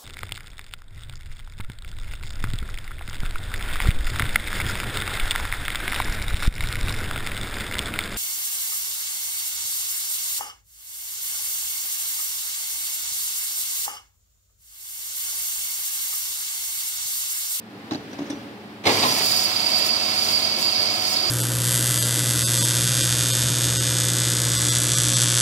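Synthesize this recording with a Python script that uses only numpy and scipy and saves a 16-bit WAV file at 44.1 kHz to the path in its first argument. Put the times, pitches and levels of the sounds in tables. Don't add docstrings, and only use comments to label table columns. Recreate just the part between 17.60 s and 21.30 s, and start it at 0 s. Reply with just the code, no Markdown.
import sys
import numpy as np
from scipy import signal
from scipy.fft import rfft, irfft
from scipy.io import wavfile
from scipy.ndimage import uniform_filter1d

SR = 44100
rng = np.random.default_rng(int(sys.argv[2]) if len(sys.argv) > 2 else 0)


def unload_wav(signal):
    wavfile.write(
        sys.argv[1],
        SR,
        np.round(np.clip(np.atleast_2d(signal).T, -1, 1) * 32767).astype(np.int16),
    )


def magnitude_from_level(level_db):
    exponent = np.asarray(level_db, float) / 20
    return 10 ** exponent


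N = 163170
M = 2 ** 18
F = np.arange(M // 2 + 1) * SR / M + 1e-3
T = np.arange(N) / SR

# frequency in Hz, level in dB per Hz.
SHOP_COLOUR = [(30, -19), (100, -6), (250, -2.5), (600, -11.5), (1700, -11.5), (4750, -20.5), (6300, -31),
               (16000, -35.5)]
# frequency in Hz, width in Hz, level in dB.
SHOP_RINGS = [(219, 3.1, 0.94), (290, 26, 4.3), (435.5, 28, 2.8), (559, 9.3, 5.7), (700, 39, 0.65),
              (820, 65, 0.7)]
# time in seconds, level in dB.
SHOP_LEVEL = [(0, -45), (.28, -40), (.45, -39.5), (.85, -39), (1.2, -41), (3.7, -42.5)]
# frequency in Hz, level in dB rms.
FAN_TONES = [(111, -54.5), (200, -50.5), (220, -49)]
# start in seconds, boom in dB, tick in dB.
KNOCKS = [(.310, -35, -28), (0.316, -18.5, -35), (0.332, -24.5, -33.5), (.347, -26, -32), (.355, -28, -36),
          (0.531, -33, -38), (.589, -23.5, -40), (0.603, -23.5, -53), (0.617, -24, -46), (.699, -26, -32.5),
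          (0.7026, -33, -37), (.706, -31.5, -35.5), (0.727, -30, -49)]
# frequency in Hz, width in Hz, level in dB.
BOX_MODES = [(292, 40, 0), (390, 70, -12), (620, 150, -11), (830, 200, -9), (1100, 250, -9)]
# frequency in Hz, level in dB per Hz.
TICK_COLOUR = [(300, 8), (1500, 2.5), (4000, -3), (6000, -4.5), (8500, -22), (16000, -24)]
# start in seconds, level in dB, length in seconds.
BRUSHES = [
    (0.316, -41, 0.057),
    (0.505, -49, 0.044),
    (0.534, -45, 0.022),
    (.58, -47, 0.058),
    (0.64, -49, 0.03),
    (0.71, -44, 0.022),
]
# start in seconds, frequency in Hz, level in
# dB, length in seconds.
SWITCH_PINGS = [(.3098, 3900, -27.5, .002), (.3102, 1100, -29, .006), (.314, 5800, -58, 0.0025),
                (.3205, 4500, -32, .003), (.322, 800, -33, 0.015), (.3465, 4000, -26, .002),
                (.354, 4600, -31, .003), (.48, 7700, -64, .04), (.512, 5850, -55, .012),
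                (.527, 5850, -50, .01), (.527, 8800, -62, .01), (.532, 7700, -60, .006),
                (.589, 6400, -52, 0.0087), (.61, 6500, -58, .03), (.657, 5450, -53, .03),
                (.659, 6450, -52, .015), (.700, 9700, -43, 0.0066), (.700, 7800, -45, .006),
                (.702, 6000, -40, 0.011), (.702, 5400, -42, 0.011), (.716, 3500, -40, 0.0068),
                (.717, 5850, -54, 0.044), (.74, 285, -48.5, 0.31), (.84, 437, -51, 0.17)]
# start in seconds, level in dB, length in seconds.
BLOWS = [(1.236, -28.5, 0.044), (1.253, -17, 0.022), (1.266, -14.5, 0.02), (1.289, -19.5, 0.026),
         (1.342, -25.5, 0.017), (1.375, -25.5, 0.057), (1.421, -24, 0.012), (1.431, -18, 0.025),
         (1.579, -19.5, 0.0094), (1.605, -22, 0.012), (2.975, -26, 0.02), (3.24, -29, 0.011),
         (3.521, -27.5, 0.015)]
# frequency in Hz, level in dB per Hz.
BLOW_COLOUR = [(24, -37), (90, -8.5), (276, -3.5), (354, -3.5), (770, -12), (1440, -16.5), (2000, -10.5),
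               (4030, -12.5), (16000, -37)]
# frequency in Hz, width in Hz, level in dB.
FRAME_MODES = [(313, 7.4, -25), (420, 7.4, -5), (620, 92, -10), (726, 48, -1), (980, 194, -2),
               (2480, 360, -20)]
# start in seconds, frequency in Hz, level in dB, length in seconds.
FRAME_CLANGS = [(1.263, 730, -26, 0.01), (1.269, 2130, -17, 0.0067), (1.269, 4050, -24, .006),
                (1.272, 2940, -32, .005), (1.268, 5000, -18, 0.0068), (1.275, 557, -18, 0.0095),
                (1.287, 785, -25, 0.0072), (1.335, 630, -29, .008), (1.372, 2270, -22, 0.0028),
                (1.428, 3800, -21, .01), (1.441, 770, -33, 0.011), (1.444, 1040, -19.5, 0.031),
                (1.573, 700, -41, 0.01)]
# frequency in Hz, level in dB rms.
MOTOR_TONES = [(100, -51), (200, -61.5), (346, -51.5), (543, -50), (597, -54), (642.5, -45), (699.6, -77),
               (742.5, -44), (869.5, -56), (938, -51.5), (1070, -50.5), (1304, -50.5), (1358, -51.5),
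               (3177, -40.5)]
# time in seconds, level in dB.
WHINE_LEVEL = [(1.28, -35), (1.315, -28), (1.33, -26.5), (1.87, -26.5), (2.01, -28.5), (2.18, -27),
               (3.18, -26.5), (3.3, -24), (3.34, -28), (3.7, -27.5)]
GUIDE_HZ = [2225, 2650, 3190, 3750, 4228, 4465, 4683, 4740, 4803, 5005, 5225, 5380, 5985]
# width in Hz, level in dB.
GUIDE_SHAPES = [(51, -9.5), (30.3, -10), (40, -14.5), (47, -9.5), (93, -9), (55.6, -5), (45, 3.5),
                (39.8, 5), (44, 1.5), (67, -3), (55.556, -12.5), (64.8, -12), (43.2, -19.5)]
# frequency in Hz, width in Hz, level in dB.
GEAR_MODES = [(228, 240, -26), (308, 160, -4.5), (423, 120, -6), (602, 27, 0.5), (724, 38, 2),
              (973, 15, -1.5), (1048, 6.5, 3.5), (1270, 55, -3), (1690, 12, -4)]
# frequency in Hz, level in dB per Hz.
BED_COLOUR = [(60, -11), (200, -24), (500, -20.5), (1000, -14.5), (1700, -15), (3500, -13.5), (6400, -17),
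              (16000, -38)]
# time in seconds, level in dB.
SCRAPE_LEVEL = [(1.28, -37.5), (1.73, -29), (1.75, -35), (1.77, -30.5), (1.95, -39), (2.15, -39.5),
                (2.18, -30.5), (2.22, -40.5), (2.28, -29.5), (2.3, -44), (2.69, -35), (2.96, -46),
                (3.0, -32.5), (3.08, -42), (3.38, -41.5), (3.53, -30.5), (3.56, -39.5), (3.7, -45)]
SHEEN_HZ = [6820, 7610, 8270, 8790, 9570, 10050, 10670, 11420, 11650, 12300, 13310, 14355, 15300]
# width in Hz, level in dB.
SHEEN_SHAPES = [(86, 8.5), (109, 5), (50, 3), (35, -1), (120, 2.5), (90.5, 0), (110, 4), (97.2, 1),
                (130, -5), (180, -3.5), (100, 3.5), (80, -10), (400, -7)]
# frequency in Hz, width in Hz, level in dB.
FLARE_MODES = [(5080, 30, -6), (5250, 58, 5.5), (5930, 50, 1)]
# frequency in Hz, width in Hz, level in dB.
SINGING_MODES = [(8900, 30, 0), (14355, 60, 0)]
# frequency in Hz, left minus right in dB.
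PAN = [(60, 0.5), (110, 1.0), (200, 1.5), (380, 1.0), (700, 0.8), (1290, -2.0), (2380, -4.0), (4400, -10.5),
       (8120, 3.5), (11500, -5), (15000, -8.0)]
# frequency in Hz, likeness from 0 to 1.
LIKENESS = [(60, .96), (250, .92), (600, .9), (1200, .55), (2500, .33), (4700, .68), (8000, .42),
            (16000, .42)]
# frequency in Hz, time to fall 60 dB in seconds.
ROOM_T60 = [(60, 0.49), (300, 0.73), (1000, 0.62), (4000, 2.1), (16000, 0.21)]
# frequency in Hz, width in Hz.
NOTCHES = [(6320, 90), (9230, 110), (13680, 200)]
NOTCH_DEPTHS = [.6, .9, .5]

LAG_S = 0.0003433
START_S, RISE_S = 1.255, 0.041


def along_f(table):
    hz, value = np.array(table, float).T
    return np.interp(np.log(F), np.log(hz), value)


def along_t(table):
    seconds, value = np.array(table, float).T
    return np.interp(T, seconds, value)


def through(x, gain):
    return irfft(rfft(x, M) * gain, M)[..., :N]


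def rings(table):
    total = 0
    for k, (hz, width, db) in enumerate(table):
        damping = 1j * F * width
        total = total + (-1) ** k * magnitude_from_level(db) * damping / (hz * hz - F * F + damping)
    return total


def modes(frequencies, shapes):
    return [(hz, width, db) for hz, (width, db) in zip(frequencies, shapes)]


def unit(x):
    return x / np.sqrt(np.mean(x ** 2))


def walk(rate):
    k = int(SR / rate)
    steps = np.repeat(rng.standard_normal(N // k + 4), k)
    smooth = uniform_filter1d(uniform_filter1d(steps, k), k)
    return 1.213 * smooth[k:k + N]


def at_phone(gate, gain, panned=True):
    shared, left, right = (rfft(gate * rng.standard_normal(N), M) for _ in range(3))
    alike = along_f(LIKENESS)
    pan = magnitude_from_level(along_f(PAN) / 2)
    if not panned:
        alike = alike / (1 + (F / 2500) ** 2)
        pan = 1 + 0 * F
    late = np.exp(-2j * np.pi * F * LAG_S * np.clip((F / 1500) ** 2, 0, 1))
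    pair = np.sqrt(alike) * shared + np.sqrt(1 - alike) * np.array([left, right])
    return irfft(pair * np.array([pan, late / pan]) * gain, M)[:, :N]


def bursts(times, dbs, lengths, rise):
    total = 0
    for start, db, length in zip(times, dbs, lengths):
        since = np.clip(T - start, 0, 1)
        total = total + magnitude_from_level(db) * (1 - np.exp(-since / rise)) * np.exp(-since / length)
    return total


def room(x):
    response, t = 0, T[:2 * SR]
    room_hz, room_s = np.array(ROOM_T60).T
    for hz in 62.5 * 2. ** np.arange(8):
        t60 = np.interp(np.log(hz), np.log(room_hz), room_s)
        noise = rng.standard_normal((3, len(t)))
        alike = np.clip(300 / hz, 0, .95)
        tail = np.sqrt(alike) * noise[0] + np.sqrt(1 - alike) * noise[1:]
        tail = tail * np.exp(-np.log(1000) * t / t60) * (1 - np.exp(-t / (0.0013 + 4 / hz)))
        tail = tail / np.sqrt(np.sum(tail ** 2) / 2)
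        octave = np.exp(-np.log2(F / hz) ** 2 * 2)
        response = response + rfft(tail, M) * octave
    return through(x, response)


def shop():
    gain = magnitude_from_level(along_f(SHOP_COLOUR)) * (1 + np.abs(rings(SHOP_RINGS)))
    air = at_phone(magnitude_from_level(1.0 * walk(8.46)), gain, panned=False)
    return unit(air) * magnitude_from_level(along_t(SHOP_LEVEL))


def tones(table):
    total = 0
    for hz, db in table:
        level = np.sqrt(2) * magnitude_from_level(db + 1 * walk(8.1))
        phase = 2 * np.pi * np.cumsum(hz + 2.54 * walk(12)) / SR
        total = total + level * np.sin(phase + np.array([[0], [hz / 1200]]))
    return total


def pings(table, wobble_hz, pan_db):
    drift = 2 * np.pi * np.cumsum(wobble_hz * walk(150)) / SR
    total = 0
    for start, hz, db, length in table:
        lag = np.array([[0], [-2 * np.pi * hz * LAG_S]])
        loudness = bursts([start], [db + 6], [length], length / 5)
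        total = total + loudness * np.sin(2 * np.pi * hz * (T - start) + drift + lag)
    return total * magnitude_from_level(np.array([[pan_db], [-pan_db]]) / 2)


def knocks():
    push_s, tick_s, wet_db = 0.0016, .0045, -7
    starts, booms, ticks = np.array(KNOCKS).T
    push = sum(magnitude_from_level(db) * np.exp(-((T - start - push_s) / (push_s / 3)) ** 2)
               for start, db in zip(starts, booms))
    box = 8 * through(push, rings(BOX_MODES))
    tick_gate = bursts(starts, ticks, tick_s + 0 * starts, 0.00016)
    brush_gate = bursts(*np.array(BRUSHES).T, 0.0055) * magnitude_from_level(4 * walk(199.7))
    plastic = 1.92 * at_phone(tick_gate + brush_gate, magnitude_from_level(along_f(TICK_COLOUR)), panned=False)
    return box + plastic + magnitude_from_level(wet_db) * room(box + plastic[0])


def blows():
    frame_db, wet_db, rise_s = 9, -2, .004
    gain = magnitude_from_level(along_f(BLOW_COLOUR)) * (1 + magnitude_from_level(frame_db) * np.abs(rings(FRAME_MODES)))
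    gain = gain / np.sqrt(np.mean(gain ** 2))
    direct = at_phone(bursts(*np.array(BLOWS).T, rise_s), gain)
    return direct + magnitude_from_level(wet_db) * room(direct.mean(0))


def teeth_force():
    teeth_hz, depth, jitter, grit_db = 269.4, 0.36, 0.03946, 1
    turn = np.cumsum(teeth_hz * (1 + jitter * walk(60))) / SR
    return (1 + depth * np.cos(2 * np.pi * turn)) * magnitude_from_level(grit_db * walk(400))


def gearbox(surge):
    return unit(at_phone(magnitude_from_level(1.6 * walk(24.42)), rings(GEAR_MODES))) * magnitude_from_level(-40) * surge


def running_noise(surge):
    return unit(at_phone(magnitude_from_level(1.0 * walk(39.4)), magnitude_from_level(along_f(BED_COLOUR)))) * magnitude_from_level(-29.5) * surge


def guide_whine(teeth, since):
    whine = unit(at_phone(teeth * magnitude_from_level(1.05 * walk(40)), rings(modes(GUIDE_HZ, GUIDE_SHAPES))))
    return whine * magnitude_from_level(along_t(WHINE_LEVEL) + 4.5) * (1 - np.exp(-since / 0.014))


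def blade_scrape(teeth, level):
    gain = np.abs(rings(modes(SHEEN_HZ, SHEEN_SHAPES))) + 0.12 * (F > 5500)
    hiss = unit(at_phone(teeth * magnitude_from_level(0.89 * walk(44.3)), gain))
    return hiss * magnitude_from_level(level + 3.0 + .5 * walk(25.3))


def guide_flares(level):
    return unit(at_phone(magnitude_from_level(level + 2 * walk(15)), rings(FLARE_MODES))) * magnitude_from_level(-35.5)


def blade_singing(since):
    return unit(at_phone(np.exp(-since / .9), rings(SINGING_MODES))) * magnitude_from_level(-51)


def saw():
    surge_db, settle_s = 3.5, 0.45
    since = np.clip(T - START_S, 0, None)
    on = 1 - np.exp(-since / RISE_S)
    surge = magnitude_from_level(surge_db * np.exp(-since / settle_s))
    teeth = teeth_force()
    scrape_db = uniform_filter1d(along_t(SCRAPE_LEVEL), size=1200)
    drive = tones(MOTOR_TONES) + gearbox(surge) + running_noise(surge)
    blade = guide_whine(teeth, since) + blade_scrape(teeth, scrape_db)
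    return on * (drive + blade + guide_flares(scrape_db) + blade_singing(since))


def scene():
    background = shop() + tones(FAN_TONES)
    switch = knocks() + pings(SWITCH_PINGS, wobble_hz=21, pan_db=-4)
    frame = blows() + pings(FRAME_CLANGS, wobble_hz=29.8, pan_db=-2)
    return background + switch + frame + saw()


def top_cut(x):
    return signal.sosfilt(signal.butter(12, 16590, fs=SR, output="sos"), x)


def record(dry):
    low_cut_hz, top_hz = 89, 15750
    x = signal.sosfilt(signal.butter(3, low_cut_hz, "high", fs=SR, output="sos"), dry)
    gain = np.clip((top_hz - F) / 60 + 1, 0, 1) ** 2
    for (hz, width), depth in zip(NOTCHES, NOTCH_DEPTHS):
        gain = gain * (1 - depth * rings([(hz, width, 0)]))
    return top_cut(through(x, gain))


dry = scene()
out = record(dry)
unload_wav(out)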